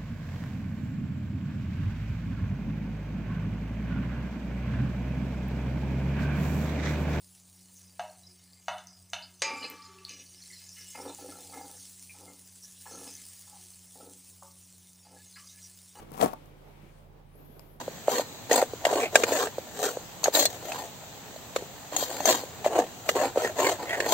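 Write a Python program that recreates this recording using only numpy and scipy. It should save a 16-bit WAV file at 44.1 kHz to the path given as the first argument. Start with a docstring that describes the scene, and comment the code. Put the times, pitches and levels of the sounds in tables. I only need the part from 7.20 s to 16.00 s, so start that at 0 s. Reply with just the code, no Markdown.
"""A small tiled kitchen: sliced onions sizzle and spit in hot oil in a steel pot, under an extractor fan's hum.
A plastic spatula knocks three times on a plate, with one faint tap between, and clanks on the pot's rim.
Then it stirs: it rumbles over the bottom and makes the steel walls sing. Fan and frying are sines and shaped
noise; spits and blows are fading sines and noise bursts; knocks and strokes are shocks through resonances.
The room answers with noise that dies at its own speed in each band; one microphone hears it all."""
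import sys
import numpy as np
from scipy import signal
from scipy.fft import rfft, irfft, next_fast_len
from scipy.io import wavfile
from scipy.ndimage import uniform_filter1d, minimum_filter1d, map_coordinates

SR = 44100
rng = np.random.default_rng(int(sys.argv[2]) if len(sys.argv) > 2 else 0)


def level_to_linear(level):
    """Convert decibel levels to linear amplitude factors, elementwise."""
    exponent = np.asarray(level, float) / 20
    return 10 ** exponent


def wav_record(signal):
    """Record a signal, one row per channel, as 16-bit PCM in the file named by sys.argv[1]."""
    frames = np.transpose(np.atleast_2d(signal))
    bounded = np.clip(frames, -1, 1)
    # unit amplitude maps onto the largest positive 16-bit level
    quanta = np.round(bounded * 32767).astype(np.int16)
    wavfile.write(sys.argv[1], SR, quanta)


N = 388080
HZ = np.fft.rfftfreq(next_fast_len(N + SR), 1 / SR)  # grid for whole-scene filters, a second of room for tails

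# fan blade tones before their unsteadiness: (frequency [Hz], rms level [dB])
FAN_TONES = [(91.5, -67), (183.0, -65.5), (274.5, -81.5), (366.1, -83.5)]
# spectrum of the fan's air noise: (frequency [Hz], relative density [dB per Hz])
AIR_COLOUR = [(15, -64), (55, -21), (82, -3), (134, -6), (182, -15), (236, -16.5), (277, -12.5),
              (939, -13.5), (3000, -31), (3900, -66), (6600, -120)]
# fizz before its flutter, and coarse crackle, which also carries the rattle after the clank:
# (time [s], fizz level [dB], coarse crackle level [dB])
FIZZ_AND_CRACKLE = [(0, -57.5, -77.5), (.55, -57, -65), (1.6, -61, -65), (2.17, -61, -67.5),
                    (2.35, -59, -49), (2.7, -63, -62.5), (3.05, -55, -59.5), (3.7, -49.5, -54),
                    (4.75, -48.5, -64.5), (5.1, -54, -66.5), (5.4, -52, -67), (5.85, -47, -54.5),
                    (6.35, -51.5, -63), (7.0, -52.5, -75), (7.9, -58, -64.5), (8.3, -52, -60),
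                    (8.8, -55, -67)]
# spectrum of the fizz: (frequency [Hz], relative density [dB per Hz])
FIZZ_COLOUR = [(1500, -12.5), (2500, -7), (4000, -2.5), (6500, 3), (9200, 6.5), (10500, 2.5), (11200, -5),
               (13500, -9.5), (14300, -3), (15500, 5), (15750, -35)]
# modes of the steel pot, ringing freely: (frequency [Hz], level [dB], t60 [s])
POT_MODES = [(372, -11, .9), (554, -7, .28), (889, -12.5, 1.2), (1151, -12, 2.4), (1169, -18, 3.5),
             (1252, -19, 2.0), (1880, -16, .4), (2004, -3, .35), (2112, -12, .35), (2170, -9, .35),
             (2349, -6, .85), (2380, -6, .7), (2607, -9, .5), (2810, -14, .5), (4150, -11, .25),
             (4871, -6, .25), (4987, -2, .28), (5834, -10, .2), (6445, -7, .18), (6561, -1, .23)]
# resonances of the pot's bottom under the spatula: (frequency [Hz], width [Hz], level [dB])
BOTTOM_RESONANCES = [(278, 24, 1), (378.3, 7.2, 3.5), (491, 76, 2), (848, 108, 1), (1308, 85, -4.5),
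                     (1715, 25, 2), (2120, 30, -7.5), (2570, 63, -3.5), (2955, 40, -8)]
# strokes over the bottom: (time [s], length [s], scrape level [dB], scrape centre [Hz], rumble level [dB])
STROKES = [(2.238, 0.3, -55, 1010, -50.5), (2.422, 0.1, -46, 2710, -84), (2.882, 0.14, -53, 3530, -62),
           (3.567, 0.078, -58, 2700, -72), (3.748, 0.17, -49.5, 970, -48.5),
           (3.985, 0.13, -55.5, 800, -49.5), (4.119, 0.2, -56.5, 740, -58), (4.324, 0.14, -54, 1050, -51.5),
           (4.495, 0.074, -58, 800, -67), (4.942, 0.21, -63, 1000, -59), (5.656, 0.23, -56, 1080, -52),
           (5.865, 0.084, -55.5, 4740, -86), (6.27, 0.12, -65.5, 1010, -80), (6.745, 0.17, -63.5, 850, -55),
           (7.848, 0.14, -63, 855, -65.5), (8.158, 0.049, -58, 1930, -85),
           (8.753, 0.098, -58.5, 1000, -61.5)]
# short narrow bands of hiss that open and fade: (time [s], length [s], level [dB], centre [Hz])
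NARROW_BANDS = [(0.549, 0.027, -55.5, 6200), (1.043, 0.084, -60, 5380), (1.669, 0.11, -59.5, 4950),
                (2.023, 0.0174, -47, 4460), (2.427, 0.047, -45.5, 4490), (2.62, 0.051, -54, 4580),
                (2.669, 0.16, -60.5, 386), (2.899, 0.24, -57, 5850), (3.2, 0.15, -60, 5700),
                (3.3, 0.038, -56.5, 1966), (3.326, 0.14, -58.5, 4870), (3.485, 0.04, -53, 5400),
                (3.606, 0.037, -51, 5500), (3.63, 0.094, -60, 2830), (3.745, 0.069, -60, 2120),
                (3.992, 0.051, -61.5, 1380), (4.108, 0.054, -58, 1360), (4.332, 0.082, -61, 2120),
                (4.373, 0.1, -59, 800), (4.565, 0.064, -51.5, 5900), (4.894, 0.016, -55.5, 2400),
                (5.064, 0.055, -67, 2120), (5.063, 0.029, -69, 1310), (5.423, 0.034, -53.5, 5840),
                (5.442, 0.046, -69.5, 1660), (5.664, 0.039, -63, 1715), (5.698, 0.14, -52.5, 5940),
                (6.805, 0.11, -69, 1370), (6.057, 0.07, -60, 4930), (6.325, 0.071, -67.5, 795),
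                (7.869, 0.05, -77, 1715), (7.962, 0.053, -67.5, 1715), (8.33, 0.045, -65.5, 1715),
                (8.059, 0.034, -60.5, 6500), (8.154, 0.14, -62.5, 4620), (8.166, 0.085, -64, 1150),
                (8.242, 0.095, -56, 5980), (8.42, 0.037, -52, 5800)]
# decay of the kitchen's answer: (frequency [Hz], t60 [s])
KITCHEN_DECAY = [(300, 0.84), (620, 0.25), (1000, 0.44), (4000, 0.35), (10000, 0.11)]
# knocks on the plate; a harder contact has a higher centre: (time [s], force [dB], centre [Hz])
KNOCKS = [(0.7952, 2.5, 840), (1.4828, 7, 1100), (1.583, -15, 3470), (1.9333, 3, 2480)]
# resonances of the plate: (frequency [Hz], width [Hz], level [dB])
PLATE_RESONANCES = [(620.6, 8, 11.5), (724, 244, 6.5), (961, 19, 3.5), (1440, 900, -4.5), (1715, 9.7, -1),
                    (2600, 100, 2.5), (3026, 74, 4.5), (3570, 580, 0.5), (4850, 9800, -7.5),
                    (6020, 120, 11)]
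# spitting drops: (time [s], level before ring/click mix [dB], pitch [Hz])
SPITS = [(1.3329, -39.5, 4700), (1.399, -42, 8300), (1.671, -32, 6050), (1.826, -40.5, 8150),
         (1.9007, -38.5, 6300), (2.195, -41, 5860), (2.368, -36, 7400), (2.4512, -33, 4700),
         (2.5004, -18.5, 14000), (2.786, -40, 2650), (2.8504, -24.5, 4360), (2.894, -27, 6270),
         (3.314, -33, 7440), (3.492, -29.5, 6160), (3.704, -35, 6250), (3.9477, -28, 7100),
         (4.1036, -28, 9100), (5.8102, -35, 8930), (5.9528, -28, 6150), (8.0594, -40, 6740),
         (8.4486, -41, 5590)]
# blows on the pot's rim and wall:
# (time [s], ringing level [dB], lowest [Hz], highest [Hz], how long the clang rings freely before it is cut short [s])
BLOWS = [(2.2199, -32.5, 410, 8200, 0.695), (7.223, -47.5, 424, 1320, 0.024)]


def unit(x):
    """Scaled to rms 1."""
    return x / np.sqrt(np.mean(x ** 2) + 1e-20)


def along(points, hz):
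    """Reads a (Hz, value) curve on a log frequency axis."""
    f, v = np.transpose(points)
    return np.interp(np.log(hz + 1), np.log(f + 1), v)


def curves(rows):
    """One gain per sample for each dB column; -120 dB ahead of the table."""
    s, *cols = np.transpose(rows)
    return [level_to_linear(np.interp(np.arange(N) / SR, s, c, left=-120)) for c in cols]


def wobble(rate):
    """A smooth random curve, rate knots a second."""
    knots = rng.standard_normal(int(N * rate / SR) + 4)
    return map_coordinates(knots, [np.arange(N) * rate / SR])


def filtered(x, response):
    """x times a response given on the grid HZ."""
    m = next_fast_len(N + SR)
    return irfft(rfft(x, m) * response, m)[:N]


def resonances(peaks):
    """Causal response of (Hz, width in Hz, dB) peaks, with alternating signs."""
    total = 0
    for k, (centre, width, db) in enumerate(peaks):
        loss = 1j * HZ * width
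        total = total + (-1) ** k * level_to_linear(db) * loss / (centre * centre - HZ ** 2 + loss)
    return total


def band(lo_hz, hi_hz):
    """A steep band-pass."""
    return 1 / (1 + (lo_hz / (HZ + 1)) ** 8) / (1 + (HZ / hi_hz) ** 8)


def grains(rate, spread_db):
    """Random clicks, rate a second, of log-normal size with an upper limit."""
    chance = rng.random((2, N))
    size = np.minimum(rng.standard_normal(N), 2)
    return unit((chance[0] < rate / SR) * np.sign(chance[1] - .5) * level_to_linear(spread_db * size))


def patchy(x, depth_db, bins=4, frames=10):
    """Random regions of pitch and time swell and fade."""
    z = signal.stft(x, nperseg=256)[2]
    field = uniform_filter1d(rng.standard_normal(z.shape), bins, 0)
    field = uniform_filter1d(field, frames, 1)
    return unit(signal.istft(z * level_to_linear(depth_db * unit(field)), nperseg=256)[1][:N])


def fan():
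    """Slightly unsteady blade tones over air noise."""
    turn = np.cumsum(1 + 0.00432 * wobble(4.0)) / SR  # seconds, at a drifting speed
    tones = 0
    for (hz, db), swing_db in zip(FAN_TONES, [2.5, 1.7, 2.8, 4.7]):
        level = np.sqrt(2) * level_to_linear(db + swing_db * wobble(18))
        tones = tones + level * np.sin(2 * np.pi * (hz * turn + rng.random()))
    air = filtered(rng.standard_normal(N), level_to_linear(along(AIR_COLOUR, HZ)))
    return tones + level_to_linear(-71.5) * patchy(air, depth_db=-1.5)


def damped_pot():
    """Onions and oil widen the modes of pot and bottom."""
    walls = resonances([(hz, 50, db / 2) for hz, db, t60 in POT_MODES])
    return resonances(BOTTOM_RESONANCES) + 0.42 * walls


def ticking_hisses(count):
    """Randomly placed narrow hisses, each with a tick, near detuned upper modes of the pot."""
    out, t = np.zeros(N + SR), np.arange(SR // 8) / SR
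    modes_hz = [row[0] for row in POT_MODES + BOTTOM_RESONANCES if row[0] > 4000]
    for when, which, detune, life, size in rng.random((count, 5)):
        noise = rng.standard_normal((2, len(t)))
        pitch_hz = modes_hz[int(which * len(modes_hz))] * 2 ** (0.51 * (detune - .5))
        # slow noise times a sine: a narrow band around the pitch
        hiss = unit(uniform_filter1d(noise[0], size=700)) * np.sin(2 * np.pi * pitch_hz * t)
        fade = level_to_linear(-10 * (t / (.025 + .08 * life)) ** 2)
        tick = 0.73 * size * np.diff(noise[1] * level_to_linear(-60 * t / 0.0027), prepend=0)
        out[round(when * N):][:len(t)] += level_to_linear(6 * size) * (hiss * fade + tick)
    return filtered(out[:N], band(1400, 12000))


def frying():
    """Steam bubbles burst in the oil: fizz, with coarse crackle coloured by the pot and narrow hisses on top.
    The coarse crackle also carries the rattle after the clank."""
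    fizz_level, coarse_level = curves(FIZZ_AND_CRACKLE)
    fine_crackle = 0.5 * grains(rate=600, spread_db=12.5)
    fizz = filtered(rng.standard_normal(N) + fine_crackle, level_to_linear(along(FIZZ_COLOUR, HZ)))
    fizz = patchy(fizz, depth_db=2.5)
    flutter = level_to_linear(0.33 * wobble(26.0) + 0.83 * wobble(25))
    coarse = filtered(grains(rate=1600, spread_db=12.5), (damped_pot() + 0.17) * band(1730, 10900))
    coarse = patchy(coarse, depth_db=4, bins=1, frames=18)
    coarse = level_to_linear(-3) * coarse + level_to_linear(-3) * ticking_hisses(count=450)
    return fizz_level * flutter * fizz + coarse_level * coarse


def stirring():
    """The blade's edge sticks and slips: small shocks drive the resonances near each stroke's centre.
    A stroke lands with a scrape that sags while the bottom's rumble swells with the pressure.
    The same shocks, filtered narrowly, give short bands of hiss that open and fade."""
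    fade_t60_s, attack_s = 0.098, .0015
    slips = grains(rate=700, spread_db=6) * level_to_linear(1.5 * wobble(45))
    # a larger shock at each onset, added to slips that have rms 1 before their wobble
    slips[[round(row[0] * SR) + 30 for row in STROKES + NARROW_BANDS]] += 7.8
    shaken = patchy(filtered(slips, damped_pot() + 0.06), depth_db=2.5, bins=1, frames=20)
    shaken = np.pad(shaken, (0, SR))
    out = np.zeros(N + SR)

    def add(s, length, db, centre_hz, octaves, sag_db, rise_s, rasp=0):
        """One band of the shaken sound: it rises, sags, then dies away."""
        t = np.arange(next_fast_len(round((length + fade_t60_s) * SR))) / SR
        hz = np.fft.rfftfreq(len(t), 1 / SR) + 1
        part = shaken[round(s * SR):][:len(t)]
        reach = np.exp(-abs(np.log2(hz / centre_hz) / octaves) ** 1.5)
        reach = np.maximum(reach, rasp * (hz > centre_hz) * (hz < 3500))  # rasp: a floor above the centre
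        # each one favours its own close upper pitches
        own = uniform_filter1d(rng.standard_normal(len(hz)), size=1 + round(60 * len(t) / SR))
        reach *= level_to_linear(3 * unit(own) * (hz > 1500))
        part = unit(irfft(rfft(part) * reach, len(t)))
        shape_db = sag_db * (.5 - t / length) - 60 * np.maximum(t - length, 0) / fade_t60_s
        out[round(s * SR):][:len(t)] += level_to_linear(db + shape_db) * np.minimum(t / rise_s, 1) * part

    for s, length, scrape_db, centre_hz, rumble_db in STROKES:
        add(s, length, scrape_db, centre_hz, octaves=0.61, sag_db=4.5, rise_s=attack_s, rasp=0.27)
        add(s, length, rumble_db, centre_hz=339, octaves=0.67, sag_db=4.5, rise_s=0.31 * length)
    for s, length, db, centre_hz in NARROW_BANDS:
        add(s, length, db, centre_hz, octaves=0.12, sag_db=0.5, rise_s=attack_s)
    return out[:N]


def kitchen(x):
    """Each frequency of the room's answer dies at its own speed."""
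    hz, t, z = signal.stft(rng.standard_normal(SR // 2), SR, nperseg=256)
    fade = level_to_linear(-60 * t / along(KITCHEN_DECAY, hz)[:, None])
    tail = signal.istft(z * fade, SR, nperseg=256)[1]
    tail = np.pad(tail / np.linalg.norm(tail), (150, 0))  # the answer comes 150 samples late
    return signal.fftconvolve(x, tail)[:N]


def patchy_room(x):
    """The room answers some pitches more strongly than their neighbours."""
    uneven_db = 2.5 * unit(uniform_filter1d(rng.standard_normal(len(HZ)), size=1500))
    return filtered(kitchen(x), level_to_linear(uneven_db))


def plate():
    """Each knock lands as a brief rattle of contacts and rings the plate with its own brightness; worktop and
    wall echo it, then the room."""
    below_db, above_db = 4.5, 7  # weakening away from the knock's centre, dB per octave
    out = np.zeros(N)
    for s, db, centre_hz in KNOCKS:
        blow = np.zeros(N)
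        times = s + np.array([0, .0014, .0031, .009])  # the first contact, two quick further contacts, and a later echo
        blow[np.round(times * SR).astype(int)] = level_to_linear(db) * np.array([1, .8, .55, -.5])
        octaves = np.log2((HZ + 1) / centre_hz)
        slope_db = np.minimum(below_db * octaves, -above_db * octaves)
        direct = filtered(blow, resonances(PLATE_RESONANCES) * level_to_linear(slope_db) * band(540, 13500))
        started = np.arange(N) > (s - .002) * SR
        out += (direct + level_to_linear(-4) * patchy_room(direct)) * started
    return out


def spitting():
    """A drop bursts: a ring that fades 60 dB in 36 cycles of its pitch, and a bright click."""
    out, t = np.zeros(N + SR), np.arange(SR // 20) / SR
    for s, db, hz in SPITS:
        ring = np.sin(2 * np.pi * hz * t) * level_to_linear(-60 * t * hz / 36)
        ring *= np.minimum(t * hz / 2, 1)  # rises over two cycles
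        click = np.diff(np.sign(rng.standard_normal(len(t))) * level_to_linear(-60 * t / 0.0014), prepend=0)
        out[round(s * SR):][:len(t)] += level_to_linear(db) * (1.1 * ring + 0.33 * click)
    return filtered(out[:N], band(1800, 14000))


def pot_blows():
    """A blow rings the modes within its reach, unsteadily, over a crack and the clatter of the shaken walls;
    after ringing freely for a while the clang is cut short."""
    cut_t60_s = .4
    out, t, damped = np.zeros(N), np.arange(SR) / SR, damped_pot()
    for s, db, lo_hz, hi_hz, free_s in BLOWS:
        cut = level_to_linear(-60 * np.maximum(t - free_s, 0) / cut_t60_s)
        clang, shake = np.zeros((2, N + SR))
        ring = 0
        for hz, level, t60 in POT_MODES:
            level_db = level + 2.5 * wobble(20)[:SR] - 60 * t / t60
            ring = ring + level_to_linear(level_db) * np.sin(2 * np.pi * hz * t)
        crack = 7 * level_to_linear(-60 * t / 0.04) * rng.standard_normal(len(t))
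        clatter = level_to_linear(db - 3 - 60 * t / 2.5) * cut * rng.standard_normal(len(t))
        clang[round(s * SR):][:len(t)] = level_to_linear(db) * (ring + crack) * cut
        shake[round(s * SR):][:len(t)] = clatter
        out += filtered(clang[:N], band(lo_hz, hi_hz))
        out += filtered(shake[:N], (damped + 0.33) * band(2 * lo_hz, hi_hz))
    return out


def scene():
    """All sources meet at one microphone, sent alike to two channels."""
    near, stir = pot_blows() + spitting(), stirring()
    room = kitchen(level_to_linear(-6.5) * near + level_to_linear(-13.0) * stir)
    mono = near + stir + room + plate() + frying() + fan()
    return np.array([mono, mono])


def suppressor(x, depth_db, margin_db, memory_s, hold):
    """A band passes fully while it stands above its own recent level, and is turned down otherwise."""
    hz, t, z = signal.stft(x, SR, nperseg=256, noverlap=128)
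    power = uniform_filter1d(abs(z) ** 2, size=3, axis=1)  # over neighbouring bands
    power = uniform_filter1d(power, size=5, axis=2)  # over neighbouring frames
    level_db = 10 * np.log10(abs(power) + 1e-20)
    keep = np.exp(-t[1] / memory_s)
    start_db = level_db[..., 20:21]
    recent_db = signal.lfilter([1 - keep], [1, -keep], level_db - start_db, axis=2) + start_db
    excess = np.clip((level_db - recent_db - margin_db) / 0.076, -30, 30)
    closed = 1 / (1 + np.exp(excess) / 3)
    closed = minimum_filter1d(closed, hold, axis=2, origin=(hold - 1) // 2)  # once open, it stays for hold frames
    gain = level_to_linear(-depth_db * closed * (hz > 300)[:, None])
    return signal.istft(z * gain, SR, nperseg=256, noverlap=128)[1][:, :N]


def band_limit(x):
    """A steep low-pass at the top of the band."""
    return signal.sosfilt(signal.butter(12, 16800, fs=SR, output="sos"), x)


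def record(dry):
    """The recorder turns steady noise down a little."""
    mix = suppressor(dry, depth_db=2.5, margin_db=9.0, memory_s=0.19, hold=13)
    return band_limit(mix)


dry = scene()
out = record(dry)
wav_record(out)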